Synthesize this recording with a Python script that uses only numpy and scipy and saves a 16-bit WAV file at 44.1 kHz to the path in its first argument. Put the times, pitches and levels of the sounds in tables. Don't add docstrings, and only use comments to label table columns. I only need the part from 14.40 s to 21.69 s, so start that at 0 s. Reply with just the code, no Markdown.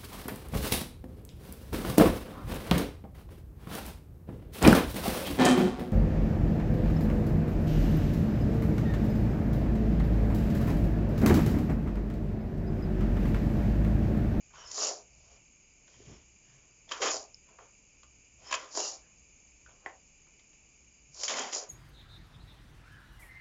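import sys
import numpy as np
from scipy import signal
from scipy.fft import rfft, irfft
from scipy.io import wavfile
from scipy.ndimage import uniform_filter1d

SR = 44100
rng = np.random.default_rng(int(sys.argv[2]) if len(sys.argv) > 2 else 0)


def linear_from_db(decibels):
    return 10 ** (np.asarray(decibels, float) / 20)


def waveform_to_disk(signal):
    frames = np.transpose(np.atleast_2d(signal))
    scaled = np.clip(frames, -1, 1) * 32767
    samples = np.round(scaled).astype(np.int16)
    wavfile.write(sys.argv[1], SR, samples)


N = 321489

# start, strongest moment and end in seconds, level in dB,
# brightness in dB.
SCRAPES = [
    (0.269, 0.422, .66, -40.5, 0),
    (2.698, 2.714, 2.92, -44, -2),
    (4.288, 4.384, 4.594, -43.5, -0.5),
    (4.38, 4.458, 4.655, -53.5, 6.5),
    (6.713, 6.821, 6.85, -60, 11),
    (6.82, 6.851, 6.9, -61, 18),
    (7.107, 7.135, 7.3, -45.5, 3),
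]


def rms_one(x):
    return x / np.sqrt(np.mean(x ** 2) + 1e-20)


def in_time(rows, column):
    rows = np.array(rows)
    return np.interp(np.arange(N) / SR, rows[:, 0], rows[:, column])


def gain_in_time(rows, column):
    return linear_from_db(in_time(rows, column))


def band(x, low_hz, high_hz, order=2):
    return signal.sosfilt(signal.butter(order, [low_hz, high_hz], "band", fs=SR, output="sos"), x)


def resonance(x, hz, width):
    r = np.exp(-np.pi * max(width, 3) / SR)
    feedback = [1, -2 * r * np.cos(2 * np.pi * hz / SR), r * r]
    return signal.lfilter([(1 - r * r) / 2, 0, (r * r - 1) / 2], feedback, x)


def drift(rate):
    r = np.exp(-2 * np.pi * rate / SR)
    slow = signal.lfilter([1], [1, -2 * r, r * r], rng.standard_normal(N + SR))
    return rms_one(slow[SR:])


def digging():
    # resonance in Hz, width in Hz, level in dB.
    floor_peaks = [(298, 70, -6), (421, 46, 3), (519, 22, -12), (555, 20, 7), (628, 72, 0)]
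    wall_peaks = [(991, 77, 5), (1160, 177, 6.5), (1235, 7, -5), (1590, 42, -5.5)]
    soil_peaks = [(1950, 27, -5.5), (2590, 100, -5), (3090, 280, -4.5), (3267, 27, 2.5)]
    spoon_peaks = [(5300, 170, -8.5), (5520, 95, -1), (5750, 20, -8.5), (6580, 220, 8.5), (7220, 940, 6.5)]
    # low Hz, high Hz, resonances, ring dB, cycles of a grain, grains per s, size spread dB,
    # clumping dB, least force dB
    bodies = [(368.0, 720, floor_peaks, -1.5, 2.2, 1200, 1.4, 2.6, -81),
              (957, 1680, wall_peaks, 0, 4.5, 1800, 1.8, 0.6, -84.0),
              (1820, 3556, soil_peaks, -3.5, 12.0, 2800, 3.4, 0.81, -77),
              (4800, 7400, spoon_peaks, 0.0, 9.2, 4400, 1.18, 0.59, -70.5)]
    slips = drift(150)
    out = np.zeros(N)
    for k, row in enumerate(bodies):
        low_hz, high_hz, peaks, ring_db, sharpness, per_s, spread_db, clump_db, least_db = row
        clumps = rms_one(linear_from_db(clump_db * (slips + 0.7 * drift(40))))
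        stroke = np.sqrt(np.maximum(stroke_power(k) - linear_from_db(2 * least_db), 0))
        sliding = stroke * clumps * grains(per_s, spread_db)
        knocking = np.sqrt(knock_power(k)) * rng.standard_normal(N)
        out += body(sliding + knocking + 1e-18, low_hz, high_hz, peaks, ring_db, sharpness)
    return out


def stroke_power(column):
    # start, strongest moment and end in seconds, level in dB, brightness in dB.
    pushes = [
        (0.106, 0.16, 0.54, -54, -4),
        (.2, .3, 0.27, -62, -2),
        (2.469, 2.53, 2.77, -47, -0.5),
        (2.603, 2.624, 2.725, -37.5, 5.5),
        (2.618, 2.664, 2.736, -37.5, 5.5),
        (3.986, 4.145, 4.32, -46, -1),
        (6.87, 6.896, 7.03, -42, 8),
        (6.91, 6.977, 7.16, -42, 4),
    ]
    pats = [
        (0.34, .345, 0.27, -55.5, -10),
        (3.04, 3.105, 3.26, -65.5, -1),
        (4.05, 4.083, 4.9, -62, 2),
        (6.728, 6.778, 7.1, -60.5, 1),
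        (6.837, 6.84, 6.87, -47.5, 1),
        (7.14, 7.205, 7.33, -52.5, 0),
        (3.173, 3.21, 3.31, -57, -2.5),
        (5.264, 5.294, 5.44, -63, 1.5),
        (5.4, 5.474, 5.57, -59, 1),
    ]
    spills = [
        (0.697, 0.964, 1.01, -68, -2.8),
        (1.428, 1.5, 1.65, -72.5, -3),
        (1.498, 1.727, 1.9, -71, 1.7),
        (1.997, 2.09, 2.63, -75.5, 0.57),
    ]
    # level in dB, swell before the strongest moment
    # in dB, fade after it in dB, share of brightness.
    push = [(-5, -0.5, -3.5, 0), (21.5, 32, 26.5, 23.5), (20.5, 18.5, 22, 21), (1, 0, 1, 1)]
    scrape = [(0, -7.5, -10, 11.25), (40, 30, 36, 28), (32.8, 37, 53, 42.2), (0, 0.5, 0.9, 1)]
    pat = [(0, -4.5, -10, -8), (19.7, 13, 24, 15), (24.8, 19, 20, 10), (0, 0, 1, 1)]
    spill = [(0, -2, 1.1, 7.3), (8, 15.5, 5.5, 4.3), (16, 14, 15, 29), (0, 1, 2.2, 0.94)]
    linger = [
        (1.3, 1.48),
        (1.3, 1.64),
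        (1.3, 1.22),
        (1.3, 1.6),
    ]
    out = np.zeros(N)
    for rows, drive, powers in zip((pushes, SCRAPES, pats, spills), (push, scrape, pat, spill), linger):
        level_db, swell_db, fade_db, share = drive
        swell, fade = powers
        for start, top, end, db, bright_db in rows:
            part = slice(round(start * SR), min(round(end * SR), N))
            t = np.arange(part.start, part.stop) / SR
            before = np.clip((top - t) / (top - start), 0, 1)
            after = np.clip((t - top) / (end - top), 0, 1)
            loss_db = swell_db[column] * before ** swell + fade_db[column] * after ** fade
            out[part] += linear_from_db(2 * (db + level_db[column] + share[column] * bright_db - loss_db))
    return out


def knock_power(column):
    # time in seconds, peak in dB, brightness in dB.
    jolts = [(0.274, -69, 28), (.313, -50.5, 25), (0.343, -47, 12), (.351, -42, 7), (0.378, -26, -1),
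             (.423, -38.5, 9), (.468, -39, 15), (.489, -32, 7), (.508, -35, -12), (2.606, -34.5, -2),
             (2.707, -35, 11), (2.715, -37, 12), (2.728, -44, -6), (2.741, -30.5, 3.5), (2.757, -41, 15),
             (2.765, -38.5, 9), (2.774, -43.5, 9), (4.149, -46.5, 23), (4.35, -32, 3.5), (4.372, -24, 1),
             (4.4, -28.5, 8.5), (6.744, -62.5, 22), (6.833, -35.5, 16.5), (6.847, -44, 9),
             (6.968, -26.5, -2.5), (6.992, -32.5, 10), (7.125, -38, 4), (7.147, -38, 12),
             (7.159, -30.5, -7)]
    # time in seconds, peak in dB, brightness in dB, t60 in seconds.
    taps = [(.105, -55.5, -19, 0.05), (.135, -49, -19, 0.051), (1.477, -56, 3.5, 0.027),
            (1.54, -50.5, -6, .018), (2.491, -45, 1, 0.028), (2.511, -32.5, -3, .04),
            (2.517, -29.5, 1, 0.04), (2.617, -20.5, -5.5, .02), (2.631, -43, 11, .023),
            (3.087, -53.5, -10, 0.029), (3.186, -38, -23, 0.025), (3.254, -53, -9, .02),
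            (3.631, -46, -3, 0.019), (4.109, -36, 1.5, 0.076), (4.124, -23.5, -0.5, 0.039),
            (4.139, -23.5, 3.5, 0.024), (5.262, -52, -7, 0.013), (5.46, -33.5, -16, 0.027),
            (5.494, -49, -9, 0.02), (5.798, -71, 10, .017), (5.866, -61, -5, 0.038),
            (5.993, -65, 11, 0.035), (6.129, -70, 10, 0.023), (6.879, -40.5, 17, 0.034),
            (6.833, -41.5, 8.5, 0.035), (6.983, -30, -5, 0.05), (7.127, -44.5, 11, 0.063),
            (7.039, -36.5, -16, 0.029)]
    # level in dB, share of brightness.
    jolt = [(0, -7.5, -14, 0.041), (0, 0.09, 0.7, 1)]
    tap = [(-6.5, 0.00069, 0, 0.042), (0.19, 0.0029, 0.92, 1)]
    jolt_t60_s = 0.026
    out = np.zeros(N)
    t = np.arange(SR // 8) / SR
    timed_jolts = [row + (jolt_t60_s,) for row in jolts]
    for rows, (level_db, share) in ((timed_jolts, jolt), (taps, tap)):
        for s, db, bright_db, t60 in rows:
            start = round(s * SR)
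            peak_db = db - 2.0 + level_db[column] + share[column] * bright_db
            onset = np.minimum(t / 0.0016, 1)
            burst = linear_from_db(2 * (peak_db - 60 * t / max(t60, 0.004))) * onset
            out[start:start + len(t)] += burst[:N - start]
    return out


def grains(per_s, spread_db):
    sizes = linear_from_db(spread_db * np.minimum(rng.exponential(1, N), 5)) * rng.choice([-1, 1], N)
    return rms_one(sizes * (rng.random(N) < per_s / SR))


def body(force, low_hz, high_hz, peaks, ring_db, sharpness):
    pitches = np.geomspace(low_hz, high_hz, 7)
    dealt = rng.integers(0, 7, N)
    own = np.zeros(N)
    for k, hz in enumerate(pitches):
        own += resonance(force * (dealt == k), hz, hz / sharpness) * np.sqrt(sharpness * SR / hz)
    rings = np.zeros(N)
    for k, (hz, width, db) in enumerate(peaks):
        rings += (-1) ** k * linear_from_db(db) * resonance(force, hz, width)
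    ringing = np.sqrt(SR / sum(linear_from_db(2 * db) * width for hz, width, db in peaks))
    return band(own + linear_from_db(ring_db) * ringing * rings, 0.85 * low_hz, 1.77 * high_hz) / 2


def singing():
    # start
    # and end in seconds, pitch in Hz, width in Hz, level in dB.
    held = [(0.15, .27, 1460, 400, -61.5), (0.15, 0.29, 3030, 250, -59), (0.16, .27, 5650, 300, -57),
            (0.384, .5, 2740, 405, -48.5), (1.69, 1.8, 5450, 300, -67), (.365, 0.488, 1090, 280, -47.5),
            (2.615, 2.68, 1140, 200, -32.5), (2.59, 2.7, 472, 200, -35.5), (2, 2.2, 1750, 500, -76.5),
            (4.596, 4.717, 1630, 400, -75.5), (7.127, 7.1, 2700, 900, -49.5), (4.045, 4.12, 5200, 250, -50),
            (4.37, 4.495, 2800, 296, -49.5), (5.458, 5.58, 710, 380, -59.5), (7.4, 6.827, 5100, 400, -56),
            (6.855, 7.13, 230, 90, -55.5), (7, 7.1, 785, 200, -47.5), (.23, .36, 5300, 300, -52),
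            (1.66, 1.78, 300, 150, -61), (2.615, 2.7, 310, 60, -45)]
    floor_hz, floor_width_hz, floor_db = 757, 190, -12.5
    floor = [(top - 0.05, end - 0.04, floor_hz, floor_width_hz, db + floor_db) for _, top, end, db, _ in SCRAPES]
    out = np.zeros(N)
    grit = grains(2900, 1.1)
    for start, end, hz, width, db in held + floor:
        part = slice(round(start * SR), round(end * SR))
        tone = rms_one(resonance(resonance(grit[part], hz, width), hz, width))
        out[part] += linear_from_db(db) * tone * np.sqrt(np.hanning(len(tone)))
    return out


def pings():
    # time in seconds, peak in dB, pitch in Hz, t60 in seconds.
    clear_notes = [(1.48, -55, 1500, 0.017), (1.603, -41.5, 390, 0.022), (2.4907, -39.5, 3450, .027),
                   (2.5135, -30.5, 1160, 0.056), (2.6234, -31, 1140, .069), (2.7043, -15, 6980, 0.014),
                   (2.7317, -26, 5200, .011), (2.9442, -27, 5260, 0.007), (3.6331, -49, 1130, .011),
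                   (4.1268, -22, 2590, 0.033), (4.14, -25.5, 2510, .027), (5.262, -40, 1484, 0.018),
                   (5.2744, -53.5, 1520, .046), (5.461, -18.5, 1890, 0.0093), (5.462, -26.5, 790, 0.015),
                   (5.463, -39.5, 336, .03), (6.835, -37, 786, 0.021), (6.8418, -15, 5400, 0.01)]
    out = np.zeros(N)
    t = np.arange(SR // 10) / SR
    for s, db, hz, t60 in clear_notes:
        start = round(s * SR)
        decay = linear_from_db(db - 1.0 - 60 * t / t60)
        onset = 1 - np.exp(-t / 0.00049)
        out[start:start + len(t)] += decay * onset * np.sin(2 * np.pi * hz * t)
    return out


def yard(x):
    t = np.arange(SR // 3) / SR
    tail = band(rng.standard_normal(len(t)), 280, 3000) * linear_from_db(-60 * t / 0.18) * (t > 0.006)
    return signal.fftconvolve(x, tail / np.sqrt(np.sum(tail ** 2)))[:N]


def gust():
    # time in seconds, level in dB.
    puffs = [
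        (1.56, -66),
        (1.65, -67),
        (1.684, -51.5),
        (1.734, -52.5),
        (1.85, -84),
        (1.86, -82),
    ]
    t = np.arange(N) / SR
    puff = gain_in_time(puffs, 1) * (t > puffs[0][0]) * (t < puffs[-1][0])
    noise = rng.standard_normal(N)
    return puff * rms_one(band(noise, 56, 354) + resonance(noise, 120, 40))


def narrow_noise(peaks, flicker_db, flicker_rate):
    out = np.zeros(N)
    for hz, width, db in peaks:
        tone = resonance(resonance(rng.standard_normal(N), hz, width), hz, width)
        out += linear_from_db(db + flicker_db * drift(flicker_rate)) * rms_one(tone)
    return out


def motor():
    # time in seconds, level in dB.
    hum_level = [(0.0, -67.5), (0.3, -67.5), (0.38, -90), (0.77, -62), (1.2, -78.5), (1.72, -64),
                 (2.05, -75), (3.98, -69), (4.53, -80.5), (4.63, -69), (5.38, -70), (5.66, -76),
                 (6.72, -68.5), (6.88, -78), (7.25, -80), (7.29, -97)]
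    # tone in Hz, width in Hz, level in dB.
    hum = [(57.4, 25, -1), (114, 11, -9)]
    # time in seconds, level in dB.
    surges = [
        (.16, -65),
        (.79, -69),
        (2.15, -61.5),
        (3.98, -69),
        (6.7, -66),
    ]
    surge_s, surge_hz = 0.078, 131.3
    t = np.arange(N) / SR
    labour = sum(linear_from_db(db) * np.exp(-((t - s) / surge_s) ** 2) for s, db in surges)
    steady = gain_in_time(hum_level, 1) * narrow_noise(hum, 0.42, 2.1)
    return steady + labour * narrow_noise([(surge_hz, 40, -5)], 0.32, 2.0)


def insects():
    # centre in Hz, width in Hz, level in dB.
    chorus = [(2355, 300, -71), (2606, 390, -74.5), (2890, 140, -78.5), (4836, 92, -79), (6670, 67, -76),
              (6550, 100, -70.5), (6760, 1100, -65.5), (5400, 810, -80)]
    return narrow_noise(chorus, 0.93, 12)


def air():
    # frequency in Hz, level in dB per Hz.
    spectrum = [(12, -29), (20, 12), (70, -6.5), (168, -2.5), (1690, -21), (2460, -14), (3770, -25),
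                (4380, -21), (4730, -23.5), (5780, -22), (6710, -11), (7240, 3), (8000, -15.5),
                (10400, -68), (17600, -120)]
    corner_hz, corner_db = np.transpose(spectrum)
    hz = np.maximum(np.arange(N // 2 + 1) * SR / N, 10)
    shape = linear_from_db(np.interp(np.log(hz), np.log(corner_hz), corner_db))
    shape[hz < 26] *= 0.3
    noise = rms_one(irfft(rfft(rng.standard_normal(N)) * shape, N))
    return linear_from_db(-62 + 0.34 * drift(0.5)) * noise


def ducking(near, knee_db, most_db):
    power = uniform_filter1d(near ** 2, size=SR // 12)
    return linear_from_db(-most_db * power / (power + linear_from_db(2 * knee_db)))


def scene():
    near = digging() + singing() + pings()
    background = (insects() + air()) * ducking(near, knee_db=-43.5, most_db=3)
    far = background + motor() * linear_from_db(2.0)
    return (near + linear_from_db(-13) * yard(near) + far + gust())[None]


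def top_cut(x):
    return signal.sosfilt(signal.butter(12, 8420, fs=SR, output="sos"), x)


def record(dry):
    rounded = 0.23 * np.tanh(dry / 0.25)
    cut = signal.sosfilt(signal.cheby2(16, 90, 8505, fs=SR, output="sos"), rounded)
    hiss = linear_from_db(-102) * rng.standard_normal(dry.shape)
    return top_cut(cut + hiss)


dry = scene()
out = record(dry)
waveform_to_disk(out)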